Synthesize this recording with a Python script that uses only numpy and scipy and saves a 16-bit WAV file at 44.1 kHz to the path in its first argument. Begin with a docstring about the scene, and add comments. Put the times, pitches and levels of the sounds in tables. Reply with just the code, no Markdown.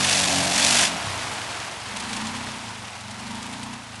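"""A single-cylinder engine guns a quad bike out of a mud hole, its tail under water.
Its note is a stack of engine orders, coloured by a drowned pipe, an open pipe and a booming silencer.
Each firing blasts a burst of noisy, ringing spray; gurgle and muddy churn are coloured noise, with drops.
The throttle shuts and the water settles; the engine chugs up the bank in two gentle revs
while the tyre lugs slap the wet mud in short bursts of gritty noise."""
import sys
import numpy as np
from scipy import signal
from scipy.fft import rfft, irfft
from scipy.io import wavfile

SR = 44100
rng = np.random.default_rng(int(sys.argv[2]) if len(sys.argv) > 2 else 0)


def store_pcm(level_fs):
    """Save levels as 16-bit WAV."""
    pcm = np.round(np.clip(level_fs, -1, 1) * 32767).astype(np.int16)
    wavfile.write(sys.argv[1], SR, np.atleast_2d(pcm).T)


N = 176400
TIME = np.arange(N) / SR   # s

# engine speed: (time [s], firing rate [Hz])
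FIRING_RATE = [(0, 49.8), (.15, 48.37), (.42, 45.4), (.6, 46.96), (.84, 49.2), (1.0, 39), (1.15, 29),
               (1.35, 23), (1.88, 21), (2.0, 23.3), (2.24, 31.6), (2.35, 32.1), (2.58, 30.5), (2.85, 22.3),
               (3.1, 22.8), (3.24, 24), (3.42, 27.4), (3.7, 30.6), (4.0, 25.5)]
# exhaust note with the pipe under water: (time [s], level [dB])
DROWNED_LEVEL = [(0, -30.5), (.22, -35.5), (.37, -29.5), (.5, -31.5), (.55, -35.5), (.8, -35.5), (.95, -36),
                 (1.02, -50), (1.2, -64)]
# exhaust note in open air, swelling with the throttle: (time [s], level [dB])
OPEN_LEVEL = [(.5, -51), (.56, -37), (.8, -40.5), (.9, -51), (1.25, -50.5), (1.82, -54), (1.98, -40),
              (2.25, -34.5), (2.55, -39.5), (2.75, -44.5), (2.95, -49.5), (3.17, -43.5), (3.32, -36.5),
              (3.45, -38.5), (3.7, -38), (3.85, -48.5)]
# low boom of the silencer: (time [s], level [dB])
BOOM_LEVEL = [(.85, -61), (1.08, -38), (1.3, -47), (1.7, -51.5), (2.05, -47), (2.3, -44.5), (2.7, -45.5),
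              (2.95, -49.5), (3.3, -45), (4, -48)]
# colour of the drowned pipe: (frequency [Hz], relative level [dB])
DROWNED_COLOUR = [(46, -36), (95, -7), (142, -6), (185, -1.5), (232, -14.5), (274, -0.5), (325, -16.5),
                  (480, -18.5), (680, -10.5), (1400, -28)]
# colour of the open pipe, with a reedy bark above the note: (frequency [Hz], relative level [dB])
OPEN_COLOUR = [(135, -24), (195, -7.5), (222, 0.5), (240, 0.5), (262, -3.5), (292, -11.5), (345, -24),
               (650, -31), (850, -17), (965, -10.5), (1200, -27)]
# colour of the silencer boom: (frequency [Hz], relative level [dB])
BOOM_COLOUR = [(30, -24), (65, -16), (92, -4.5), (112, 2), (126, -2), (155, -14), (200, -13)]
# colour of the gas rushing out with every firing: (frequency [Hz], relative level [dB])
RASP_COLOUR = [(300, -24), (600, -20), (800, 0), (950, 13), (1300, -10), (2500, -3), (11000, -13)]
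# spray blown up by the exhaust: (time [s], level [dB])
SPRAY_LEVEL = [(0, -22.5), (.16, -19.5), (.26, -23.5), (.38, -23.5), (.49, -27.5), (.56, -20), (.7, -18),
               (.84, -18), (.865, -21.5), (.9, -34), (1.0, -78)]
# colour of the spray: (frequency [Hz], relative level [dB])
SPRAY_COLOUR = [(150, -33), (500, -11), (1200, -8.5), (1600, 0.5), (2100, -1), (2700, 0), (5500, -0.5),
                (8000, -3), (10300, -6.5), (12000, -17.5)]
# resonances that ring in the spray: (frequency [Hz], width [Hz], relative level [dB])
JET_MODES = [(2620, 290, 2.5), (3500, 100, 7), (3460, 81, 8.5), (4370, 220, -1), (4930, 170, -1.5),
             (5900, 170, -0.5), (6880, 280, -4.5)]
# water gurgling round the pipe: (time [s], level [dB])
GURGLE_LEVEL = [(0, -33.5), (.27, -28.5), (.5, -30), (.82, -29), (.9, -36.5), (1.45, -40), (2.2, -52)]
# colour of the gurgle: (frequency [Hz], relative level [dB])
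GURGLE_COLOUR = [(25, -24), (90, -10.5), (250, -6.5), (450, -13.5), (560, -5.5), (680, 2.5), (800, -4.5),
                 (980, -5), (1250, -15), (3000, -21)]
# mud and water thrown by the wheels: (time [s], level [dB])
CHURN_LEVEL = [(0, -30.5), (.9, -29.5), (1.3, -30.5), (1.55, -32), (1.8, -35), (2.2, -32.5), (2.6, -35),
               (3.0, -38.5), (3.5, -37.5), (3.85, -40.5), (4, -40.5)]
# colour of the churned water: (frequency [Hz], relative level [dB])
CHURN_COLOUR = [(25, -31), (70, -2.5), (420, -5.5), (600, -5), (800, 1.5), (1150, 0), (2700, -3),
                (5000, -8), (10200, -15), (12000, -48)]
# slaps of the tyre lugs on the mud: (time [s], relative level [dB])
SLAPS = [(1.9627, -18.5), (1.9984, -19), (2.0388, -25), (2.0934, -20), (2.1294, -17), (2.165, -16.5),
         (2.207, -24), (2.2694, -17.5), (2.3555, -23), (2.6863, -32), (2.7911, -35), (2.8454, -28),
         (2.9542, -30), (3.0074, -28), (3.1073, -25.5), (3.1941, -27), (3.2705, -26), (3.3084, -27),
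         (3.3483, -26), (3.423, -23.5), (3.4585, -27), (3.5284, -24), (3.6301, -22.5), (3.731, -25.5),
         (3.8337, -34), (3.953, -24)]
# colour of a slap: (frequency [Hz], relative level [dB])
SLAP_COLOUR = [(200, -5), (700, -24.5), (1500, -4.5), (2700, 4.5), (5000, -0.5), (10200, -4), (12000, -33)]

# cycle position at the start, and where the exhaust valve opens (cycles)
START_TURN, FIRE_TURN = 0.84, 0.35
# unevenness of each engine order (share), and its rate
ORDER_WAVER, BOOM_WAVER, WAVER_HZ = 0.3, 0.47, 16
# how each firing is smeared over its cycle: near 0 it thumps, near 1/3 it purrs
DROWNED_SMEAR, OPEN_SMEAR, BOOM_SMEAR = 0.3, 0.38, 0.0305
# the open pipe's resonances rise a little with speed, up to a top firing rate: top firing rate, exponent
LIFT_TOP_HZ, PIPE_RISE = 31.6, 0.27
RASP_DB, RASP_DECAY_TURNS = -7, 0.33
# spray burst: rise, fall and open part (cycles)
BURST_ATTACK, BURST_RELEASE, BURST_SHARE = 0.074, 0.19, 0.81
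# spray: level in the gaps, spread of the grit, level of the ringing
BURST_GAP_DB, SPRAY_GRAIN_DB, JET_RING_DB = -3.5, 2, -7.5
# churn: flicker of the wash, then the drops' density, ring length, spread of sizes and level
CHURN_FLICKER_DB = 1.0
DROPS_PER_S, DROP_CYCLES, DROP_SPREAD_DB, DROPS_DB = 1500, 4.7, 3, -5.5
# how a splat rises, holds, dies and crackles, and the level of all slaps
SLAP_ATTACK_S, SLAP_HOLD_S, SLAP_DECAY_S, SLAP_GRAIN_DB = 0.00074, 0.0096, 0.0045, 3
SLAP_DB = -14
CUTOFF_HZ = 12400


def from_db(db):
    """Decibels to gain."""
    return 10 ** (np.asarray(db) / 20)


def rms_one(x):
    """Scale to rms 1."""
    return x / np.sqrt(np.mean(x ** 2) + 1e-20)


def curve(rows):
    """Join (time, value) rows by straight lines."""
    return np.interp(TIME, *np.transpose(rows))


def gain_at(spectrum, hz):
    """Gain of a colour at some frequencies, joined on a log frequency axis."""
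    points, db = np.transpose(spectrum)
    return from_db(np.interp(np.log(hz + 1), np.log(points), db))


def noise(spectrum):
    """Coloured noise of rms 1."""
    white = rfft(rng.standard_normal(N))
    return rms_one(irfft(white * gain_at(spectrum, np.fft.rfftfreq(N, 1 / SR)), N))


def drift(rate):
    """Smooth random wander of spread 1; rate in Hz."""
    r = np.exp(-2 * np.pi * rate / SR)
    wander = signal.lfilter([1], [1, -2 * r, r * r], rng.standard_normal(N + SR))
    return rms_one(wander[SR:])   # the first second lets the filter settle


def resonance(x, hz, width):
    """One resonance with gain 1 on top."""
    r = np.exp(-np.pi * width / SR)
    zeros = np.array([1, 0, -1]) * (1 - r * r) / 2
    poles = [1, -2 * r * np.cos(2 * np.pi * hz / SR), r * r]
    return signal.lfilter(zeros, poles, x + 1e-18)


def body(x, modes):
    """Resonances in parallel with alternating signs; rms 1."""
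    ringing = 0
    for k, (hz, width, db) in enumerate(modes):
        ringing = ringing + (-1) ** k * from_db(db) * resonance(x, hz, width)
    return rms_one(ringing)


def engine_orders(turns, speed, spectrum, waver, smear, count):
    """Multiples of the firing rate glide through the pipe's colour, each wavering a little; rms about 1."""
    coarse = TIME[::100]
    knots = np.arange(0, TIME[-1] + 1, 1 / WAVER_HZ)
    out, power = 0, 0
    for k in range(1, count + 1):
        gain = gain_at(spectrum, k * speed[::100])
        wobble = 1 + waver * np.interp(coarse, knots, rng.standard_normal(len(knots)))
        # phase growing with the square of the order spreads the pulse over its cycle
        order = np.sin(2 * np.pi * (k * turns - smear * k * k))
        out = out + np.interp(TIME, coarse, gain * wobble) * order
        power = power + gain ** 2 / 2
    return out / np.interp(TIME, coarse, np.sqrt(power))


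def drowned_exhaust(turns, speed):
    """The engine orders, coloured by the pipe under water."""
    note = engine_orders(turns, speed, DROWNED_COLOUR, ORDER_WAVER, DROWNED_SMEAR, count=28)
    return from_db(curve(DROWNED_LEVEL)) * note


def spray(turns):
    """The drowned pipe blows a gritty, ringing burst of spray in every cycle."""
    turn = turns % 1
    rise = turn / BURST_ATTACK
    fall = (BURST_SHARE - turn) / BURST_RELEASE
    blowing = np.clip(np.minimum(rise, fall), 0, 1)
    burst_db = BURST_GAP_DB * (1 - blowing) + SPRAY_GRAIN_DB * drift(220)
    bursts = rms_one(noise(SPRAY_COLOUR) * from_db(burst_db))
    ringing = body(rng.standard_normal(N) * blowing, JET_MODES)
    return from_db(curve(SPRAY_LEVEL)) * rms_one(bursts + from_db(JET_RING_DB) * ringing)


def gurgle():
    """Water gurgles round the pipe as coloured noise."""
    return from_db(curve(GURGLE_LEVEL)) * noise(GURGLE_COLOUR)


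def churn():
    """A wash of muddy water with many short drops and bubbles, each a struck resonance."""
    sizes = from_db(DROP_SPREAD_DB * np.minimum(rng.exponential(1, N), 5))
    strikes = sizes * rng.choice([-1, 1], N) * (rng.random(N) < DROPS_PER_S / SR)
    pitches = np.geomspace(600, 9000, 20)   # Hz
    dealt = rng.integers(0, len(pitches), N)   # which pitch a drop gets
    drops = 0
    for k, hz in enumerate(pitches):
        ring = resonance(strikes * (dealt == k), hz, 2 * hz / DROP_CYCLES)
        drops = drops + gain_at(CHURN_COLOUR, hz) * ring
    wash = noise(CHURN_COLOUR) * from_db(CHURN_FLICKER_DB * drift(38))
    return from_db(curve(CHURN_LEVEL)) * rms_one(wash + from_db(DROPS_DB) * rms_one(drops))


def open_exhaust(turns, speed):
    """The engine orders through the open pipe, with gas rasping out at every firing."""
    lift = (np.minimum(speed, LIFT_TOP_HZ) / LIFT_TOP_HZ) ** PIPE_RISE
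    # reading the colour at speed / lift moves its resonances by lift
    note = engine_orders(turns, speed / lift, OPEN_COLOUR, ORDER_WAVER, OPEN_SMEAR, count=44)
    since_firing = (turns - FIRE_TURN) % 1
    rasp = rms_one(noise(RASP_COLOUR) * np.exp(-since_firing / RASP_DECAY_TURNS))
    return from_db(curve(OPEN_LEVEL)) * (note + from_db(RASP_DB) * rasp)


def silencer_boom(turns, speed):
    """The lowest orders, little smeared, thump in the silencer at every firing."""
    thumps = engine_orders(turns - FIRE_TURN, speed, BOOM_COLOUR, BOOM_WAVER, BOOM_SMEAR, count=9)
    return from_db(curve(BOOM_LEVEL)) * thumps


def slaps():
    """Each lug squeezes out a short, gritty splat of noise."""
    envelope = np.zeros(N)
    for start, db in SLAPS:
        age = TIME - start
        rise = np.clip(age / SLAP_ATTACK_S + 1, 0, 1)
        decay = np.exp(-np.clip((age - SLAP_HOLD_S) / SLAP_DECAY_S, 0, 20))
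        envelope += from_db(db + SLAP_DB) * rise * decay
    return envelope * rms_one(noise(SLAP_COLOUR) * from_db(SLAP_GRAIN_DB * drift(190)))


def scene():
    """Engine, spray and mud, heard from the bank."""
    speed = curve(FIRING_RATE)
    turns = START_TURN + np.cumsum(speed) / SR   # engine cycles so far
    water = spray(turns) + gurgle() + churn()
    engine = drowned_exhaust(turns, speed) + open_exhaust(turns, speed) + silencer_boom(turns, speed)
    return (engine + water + slaps())[None]


def record(dry):
    """A steep low-pass cuts the top, 70 dB down from the cutoff."""
    return signal.sosfilt(signal.cheby2(16, 70, CUTOFF_HZ, fs=SR, output="sos"), dry)


dry = scene()
out = record(dry)
store_pcm(out)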